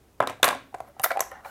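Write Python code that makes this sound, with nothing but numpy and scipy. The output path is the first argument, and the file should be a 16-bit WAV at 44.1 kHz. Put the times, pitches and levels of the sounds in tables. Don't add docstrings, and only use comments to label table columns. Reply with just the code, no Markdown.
import sys
import numpy as np
from scipy import signal
from scipy.fft import rfft, irfft, next_fast_len
from scipy.io import wavfile

SR = 44100
rng = np.random.default_rng(int(sys.argv[2]) if len(sys.argv) > 2 else 0)


def boost_factor(decibels):
    exponent = np.asarray(decibels, float) / 20
    return 10 ** exponent


def file_out(sig):
    cols = np.atleast_2d(sig).T
    lim = np.clip(cols, -1, 1)
    pcm = np.round(lim * 32767).astype(np.int16)
    wavfile.write(sys.argv[1], SR, pcm)


N = 66150

# frequency in Hz, level in dB, t60 in seconds.
DESK_MODES = [(273, -23, 0.22), (416.5, -21, 0.13), (534, -16.5, 0.068), (610, -2.5, 0.038),
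              (711, 5, 0.025), (850, -12.5, 0.11), (1057, 9.5, 0.022), (1189, 2.5, 0.023),
              (1290, 4.5, 0.022), (1360, 2, 0.015), (1542, 1.5, 0.032), (2080, 0, 0.0044),
              (2636, -1, 0.0094), (3570, -13.5, 0.037)]
# frequency in Hz, level in dB, t60 in seconds.
SHEET_MODES = [(404, -25, 0.024), (562.5, -4.5, 0.082), (662, 1, 0.049), (768.4, 6.5, 0.045),
               (900, 5.5, 0.026), (1006, 2.5, 0.029), (1308, 0, 0.039), (1506, 2, 0.016), (1650, 0, 0.02),
               (1951, -10, 0.048), (2273, -16, 0.048), (2757, -26, 0.028), (4290, -39, 0.024)]


def unit(x):
    return x / np.sqrt(np.mean(x ** 2) + 1e-20)


def along(points, hz):
    f, v = np.transpose(points)
    return np.interp(np.log(hz + 1), np.log(f + 1), v)


def filtered(x, response):
    m = next_fast_len(len(x) + 8192)
    return irfft(rfft(x, m) * response(np.fft.rfftfreq(m, 1 / SR)), m)[:len(x)]


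def highpass(x, corner_hz):
    return filtered(x, lambda f: (1j * f / (corner_hz + 1j * f)) ** 2)


def noise(spectrum, size):
    return unit(filtered(rng.standard_normal(size), lambda hz: boost_factor(along(spectrum, hz))))


def add(out, s, x, wet_db=-12):
    # frequency in Hz, t60 in seconds.
    room_decay = [(150, 0.83), (600, 0.26), (1800, 0.38), (4000, 0.37), (15000, 0.19)]
    gap_s = 0.006
    hz, t, z = signal.stft(rng.standard_normal(SR // 2), SR, nperseg=256)
    decay = boost_factor(-60 * t / along(room_decay, hz)[:, None])
    tail = signal.istft(z * decay, SR, nperseg=256)[1]
    wet = signal.fftconvolve(x, boost_factor(wet_db) * tail / np.linalg.norm(tail))
    for start, part in ((s, x), (s + gap_s, wet)):
        seat = out[round(start * SR):][:len(part)]
        seat += part[:len(seat)]


def onset(t, attack_s):
    return 1 - np.exp(-t / attack_s)


def struck_mode(t, db, hz, t60, attack_s):
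    return boost_factor(db - 60 * t / t60) * np.sin(2 * np.pi * hz * t) * onset(t, attack_s)


def hits(rows, modes):
    # frequency in Hz, level in dB.
    crack_spectrum = [(800, -33), (2500, 11), (4000, 4), (5500, 1), (9000, 3.5), (13000, -4), (16000, -9)]
    scatter_db, detune, crack_t60 = 3.5, 0.032, 0.016
    out, t = np.zeros(N), np.arange(SR // 8) / SR
    hz, level_db, t60 = np.transpose(modes)[:, :, None]
    octaves = np.log2(np.maximum(hz / 700, 1))
    for s, db, crack_db, tilt_db, share in rows:
        level_draw, pitch_draw = rng.standard_normal((2, len(modes), 1))
        mode_db = level_db + tilt_db * octaves + scatter_db * level_draw
        decay = boost_factor(mode_db - 60 * t / (t60 * share))
        tones = decay * np.sin(2 * np.pi * hz * (1 + detune * pitch_draw) * t)
        ring = tones.sum(0) * onset(t, 0.0017)
        crack = boost_factor(crack_db - 60 * t / crack_t60) * noise(crack_spectrum, len(t)) * onset(t, 0.0003)
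        add(out, s, -boost_factor(db) * (ring / np.abs(ring).max() + crack))
    return out


def resonances(modes, damping, tilt_db):
    def response(f):
        total = 0
        for k, (center, db, t60) in enumerate(modes):
            gain = (-1) ** k * boost_factor(db + tilt_db * np.log2(center / 800))
            loss = 1j * f * damping / t60
            total = total + gain * loss / (center * center - f * f + loss)
        return total
    return response


def slips(rate, spread_db, size):
    happens = rng.random(size) < rate / SR
    size_db = spread_db * np.minimum(rng.exponential(size=size), 3)
    return happens * rng.standard_normal(size) * boost_factor(size_db)


def room_floor():
    # frequency in Hz, level in dB per Hz.
    floor_spectrum = [(25, -7), (60, 1.5), (150, -8.5), (300, -8), (600, -15), (1400, -23.5), (4000, -30.5),
                      (16000, -33)]
    return boost_factor(-58) * noise(floor_spectrum, N)


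def thuds():
    # start in seconds, level in dB.
    thud_rows = [
        (0.201, -25),
        (0.295, -39),
        (0.432, -35),
        (0.443, -31),
        (0.745, -41),
        (0.806, -38.5),
        (0.997, -35.5),
        (1.206, -44),
    ]
    out, t = np.zeros(N), np.arange(SR // 5) / SR
    for s, db in thud_rows:
        add(out, s, struck_mode(t, db, 114.7, 0.071, 0.0014))
    return out


def drops():
    # start in seconds, peak in dB, crack over knock in dB, brightness in dB per octave,
    # share of the full ring time.
    drop_rows = [(.2030, -6.5, -23.5, -6, 0.7), (.2255, -17, -23, -5, 0.79),
                 (.236, -19.5, -27.5, -4.5, 0.85), (.2728, -16.5, -9, -12, 0.5),
                 (.2965, -23, -8.5, -19.5, 0.87), (.3045, -33, -8, -12.5, .6),
                 (.316, -33.5, -18, -19, 0.25), (.399, -38, -33, -11, 1), (.4305, -4.5, -4.5, 6, 0.27),
                 (.4428, -10.5, -1, 0.5, 0.55), (.4465, -13, -8, -9, 1), (.4793, -12.5, -6, -12, 0.46),
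                 (.4875, -18, -1.5, -4, 0.97), (.5075, -18, -11, -3.5, 0.79), (.5210, -23.5, -21, 3, 0.2),
                 (.5275, -21, -16.5, -8, 1), (.549, -25.5, -15.5, -12, 0.84)]
    return hits(drop_rows, DESK_MODES)


def ticks():
    # start in seconds, level in dB, pitch in Hz, t60 in seconds.
    tick_rows = [(.2036, -24, 3300, 0.0067), (.2257, -38, 3180, .01), (.2735, -17, 3750, 0.0062),
                 (0.2724, -25, 7830, 0.0039), (0.2956, -39, 3470, 0.013), (0.304, -43, 2970, .01),
                 (.43066, -1, 3600, .011), (.4305, -10, 7540, .004), (.4305, -8, 11600, .005),
                 (0.44, -20, 7100, .005), (0.442, -33, 6700, .005), (0.4434, -8, 10800, 0.0036),
                 (.4428, -10, 8200, 0.0053), (0.4445, -7, 12400, 0.0042), (.4442, -0.5, 3970, 0.0029),
                 (0.457, -16, 6900, .005), (.4876, -11.5, 3880, 0.005), (.4876, -19, 9400, 0.0046),
                 (1.036, -20, 13000, .004), (1.0389, -5, 9600, 0.003), (1.039, -13.5, 8000, 0.0042),
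                 (1.0415, -21, 6440, 0.0043), (1.0422, -20, 3040, 0.0059), (1.0438, -16, 12900, .005),
                 (1.045, -13, 6940, 0.0051), (1.0487, -25, 6100, .004), (1.047, -17, 3730, 0.0063),
                 (1.0520, -17.5, 3600, 0.0043), (1.055, -19, 13140, .005), (1.0556, -23, 7460, 0.0041),
                 (1.0593, -18, 12400, .005), (1.107, -40, 5870, .005), (1.1138, -33, 4110, 0.01),
                 (1.117, -38, 5400, .005), (1.1157, -31.5, 2700, 0.015), (1.2042, -20, 12900, 0.0025),
                 (1.2054, -8.5, 6140, 0.0043), (1.2075, -8, 12100, 0.0041), (1.2093, -17, 6950, 0.0033),
                 (1.2130, -21, 6750, 0.0059), (1.216, -31, 7000, 0.0067), (1.2187, -31, 3140, 0.0059)]
    out, t = np.zeros(N), np.arange(SR // 50) / SR
    for s, db, hz, t60 in tick_rows:
        add(out, s, -struck_mode(t, db, hz, t60, 0.00029), wet_db=-16)
    return out


def chatter():
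    # start in seconds, length in seconds, level in dB.
    chatter_rows = [
        (0.205, 0.029, -33),
        (0.28, 0.054, -35.5),
        (.433, 0.096, -23.5),
    ]
    out, t = np.zeros(N), np.arange(SR // 5) / SR
    for s, length, db in chatter_rows:
        rattle = unit(filtered(slips(1200, 0.83, len(t)), resonances(DESK_MODES, 4.46, tilt_db=2.5)))
        add(out, s, rattle * boost_factor(db - 16.5 * (t / length) ** 2))
    return out


def peels():
    # start in seconds, swell in seconds, level in dB, pitch in Hz, fade in seconds.
    peel_rows = [(0.2736, 0.00083, -39.5, 3630, 0.0016), (0.277, .004, -52, 5540, 0.029),
                 (0.4288, 0.0018, -22.5, 6940, 0.00087), (0.435, .003, -41, 8400, 0.0093),
                 (0.4501, 0.0027, -24.5, 12000, 0.0079), (0.869, 0.0173, -65.5, 11420, 0.011),
                 (0.996, 0.0009, -38.5, 11340, 0.001), (1.017, 0.0016, -36.5, 11830, 0.0019),
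                 (1.0308, 0.0010, -30, 12000, 0.0015), (1.0351, 0.0027, -22, 13500, 0.0029),
                 (1.040, 0.0046, -16, 12900, 0.0022), (1.037, 0.0044, -29, 5370, 0.0064),
                 (1.050, 0.0032, -26, 13500, 0.0057), (1.107, 0.0085, -43, 4500, 0.0085),
                 (1.2056, .0004, -16.5, 11100, .0015), (1.2051, 0.0019, -20.5, 6740, 0.0014),
                 (1.212, 0.0048, -44, 7240, 0.0097), (1.314, 0.0014, -49, 12300, 0.0016)]
    out, t = np.zeros(N), np.arange(SR // 12) / SR
    for s, length, db, hz, fade in peel_rows:
        spike_db = 3 * np.minimum(rng.exponential(size=len(t)), 3)
        spiky = rng.standard_normal(len(t)) * boost_factor(spike_db)
        spray = unit(filtered(spiky, lambda f: 0.18 * f / (f + 3000) + 1 / (1 + ((f / hz - 1) / 0.2) ** 4)))
        swell = 0.45 + 0.55 * t / length
        add(out, s, boost_factor(db) * spray * np.where(t < length, swell, np.exp((length - t) / fade)))
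    return out


def rub():
    # time in seconds, level in dB, hiss relative to it in dB.
    rub_path = [(0.721, -68.5, -18), (.76, -64.5, -9), (0.881, -54.5, -17), (.94, -68, -28),
                (1.001, -54, -23), (1.14, -51, -50), (1.27, -74, -30), (1.327, -44, -40), (1.4, -51, -30),
                (1.435, -55.5, -16), (1.457, -41, -13), (1.5, -49, -6.5)]
    # frequency in Hz, level in dB.
    hiss_spectrum = [(1500, -25), (4000, -13.5), (8000, -13.5), (13000, -10.5), (16000, -12)]
    s, db, hiss_db = np.transpose(rub_path)
    t = np.arange(N) / SR
    body = unit(filtered(slips(3000, 1.2, N), resonances(SHEET_MODES, 7.9, tilt_db=-0.5)))
    hiss = boost_factor(np.interp(t, s, hiss_db)) * noise(hiss_spectrum, N)
    return boost_factor(np.interp(t, s, db, left=-120)) * (body + hiss)


def hums():
    # start in seconds, level in dB, pitch in Hz, t60 in seconds.
    hum_rows = [(.7275, -37, 780, 0.023), (.7455, -15.5, 719, 0.02), (.966, -33, 763, 0.021),
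                (1.0407, -10.5, 1383, 0.03), (1.046, -18, 673.5, 0.061), (1.1045, -19.5, 1650, 0.023),
                (1.108, -11.5, 1380, 0.017), (1.1140, -13, 672, 0.026), (1.1538, -22, 717, 0.029),
                (1.1612, -13.5, 757, 0.022), (1.1716, -12.5, 779, 0.045), (1.2055, -19, 684, 0.042),
                (1.316, -30, 1830, 0.029)]
    out, t = np.zeros(N), np.arange(SR // 8) / SR
    for s, db, hz, t60 in hum_rows:
        add(out, s, -struck_mode(t, db, hz, t60, 0.00099))
    return out


def knocks():
    # start in seconds, peak in dB, crack over knock in dB, brightness in dB per octave,
    # share of the full ring time.
    knock_rows = [(.7430, -23.5, -23, -7, 0.26), (.7460, -26, -15.5, 1, 0.5), (.784, -40.5, -14, -7, 0.52),
                  (.8038, -21.5, -20.5, -4.5, 0.4), (.9965, -23, -9, -1, 1), (1.0365, -19.5, -5, 17, 0.63),
                  (1.0430, -11.5, -8.5, 11, 0.44), (1.0605, -15, -22, 1.5, 0.43), (1.1050, -19, -16, 12, 1),
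                  (1.114, -20, -28, -3, 1), (1.1175, -17.5, -15, 11, 0.29), (1.1715, -20, -16, 7, 0.33),
                  (1.1935, -17, -14.5, 5, 0.34), (1.2053, -13, -14.5, 3, 0.43),
                  (1.2246, -24, -23.5, 9, 0.25), (1.316, -31, -16, 7, 0.68), (1.447, -33.5, -23, 9.5, 0.83),
                  (1.4555, -32, -26, -8, 0.85)]
    return hits(knock_rows, SHEET_MODES)


def squeaks():
    # middle in seconds, length in seconds, level in dB, pitch in Hz.
    squeak_rows = [(1.316, 0.012, -54.5, 3020), (1.336, 0.027, -41, 775), (1.352, .03, -62, 2800),
                   (1.357, 0.032, -46.5, 1767), (1.361, 0.011, -63, 5810), (1.392, 0.031, -52, 1870),
                   (1.451, 0.011, -53, 3980), (1.477, .02, -44, 1413), (1.482, 0.023, -57, 4300),
                   (1.494, .022, -58, 2960), (1.498, 0.026, -43.5, 1510), (.9, .06, -51, 575),
                   (1.111, .014, -24.5, 633), (1.459, 0.027, -40.5, 871), (1.209, 0.013, -21.5, 1068)]
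    out = np.zeros(N)
    for s, length, db, hz in squeak_rows:
        t = np.arange(round(length * SR)) / SR
        swell = np.sin(np.pi * t / length) ** 2
        add(out, s - length / 2, boost_factor(db) * swell * np.sin(2 * np.pi * hz * t))
    return out


def scene():
    desk = thuds() + drops() + chatter()
    sheet = highpass(rub() + hums() + knocks(), 220)
    close = desk + sheet + ticks() + peels() + squeaks()
    return (highpass(close, 90) + room_floor())[None]


def low_pass(x):
    return signal.sosfilt(signal.butter(12, 16820, fs=SR, output="sos"), x)


def record(dry):
    rounded = dry[0] / (1 + np.abs(dry[0]) ** 10) ** 0.112
    mix = filtered(rounded, lambda hz: (1j * hz / (45.6 + 1j * hz)) / (1 + (hz / 16000) ** 60))
    return low_pass(mix[None])


dry = scene()
out = record(dry)
file_out(out)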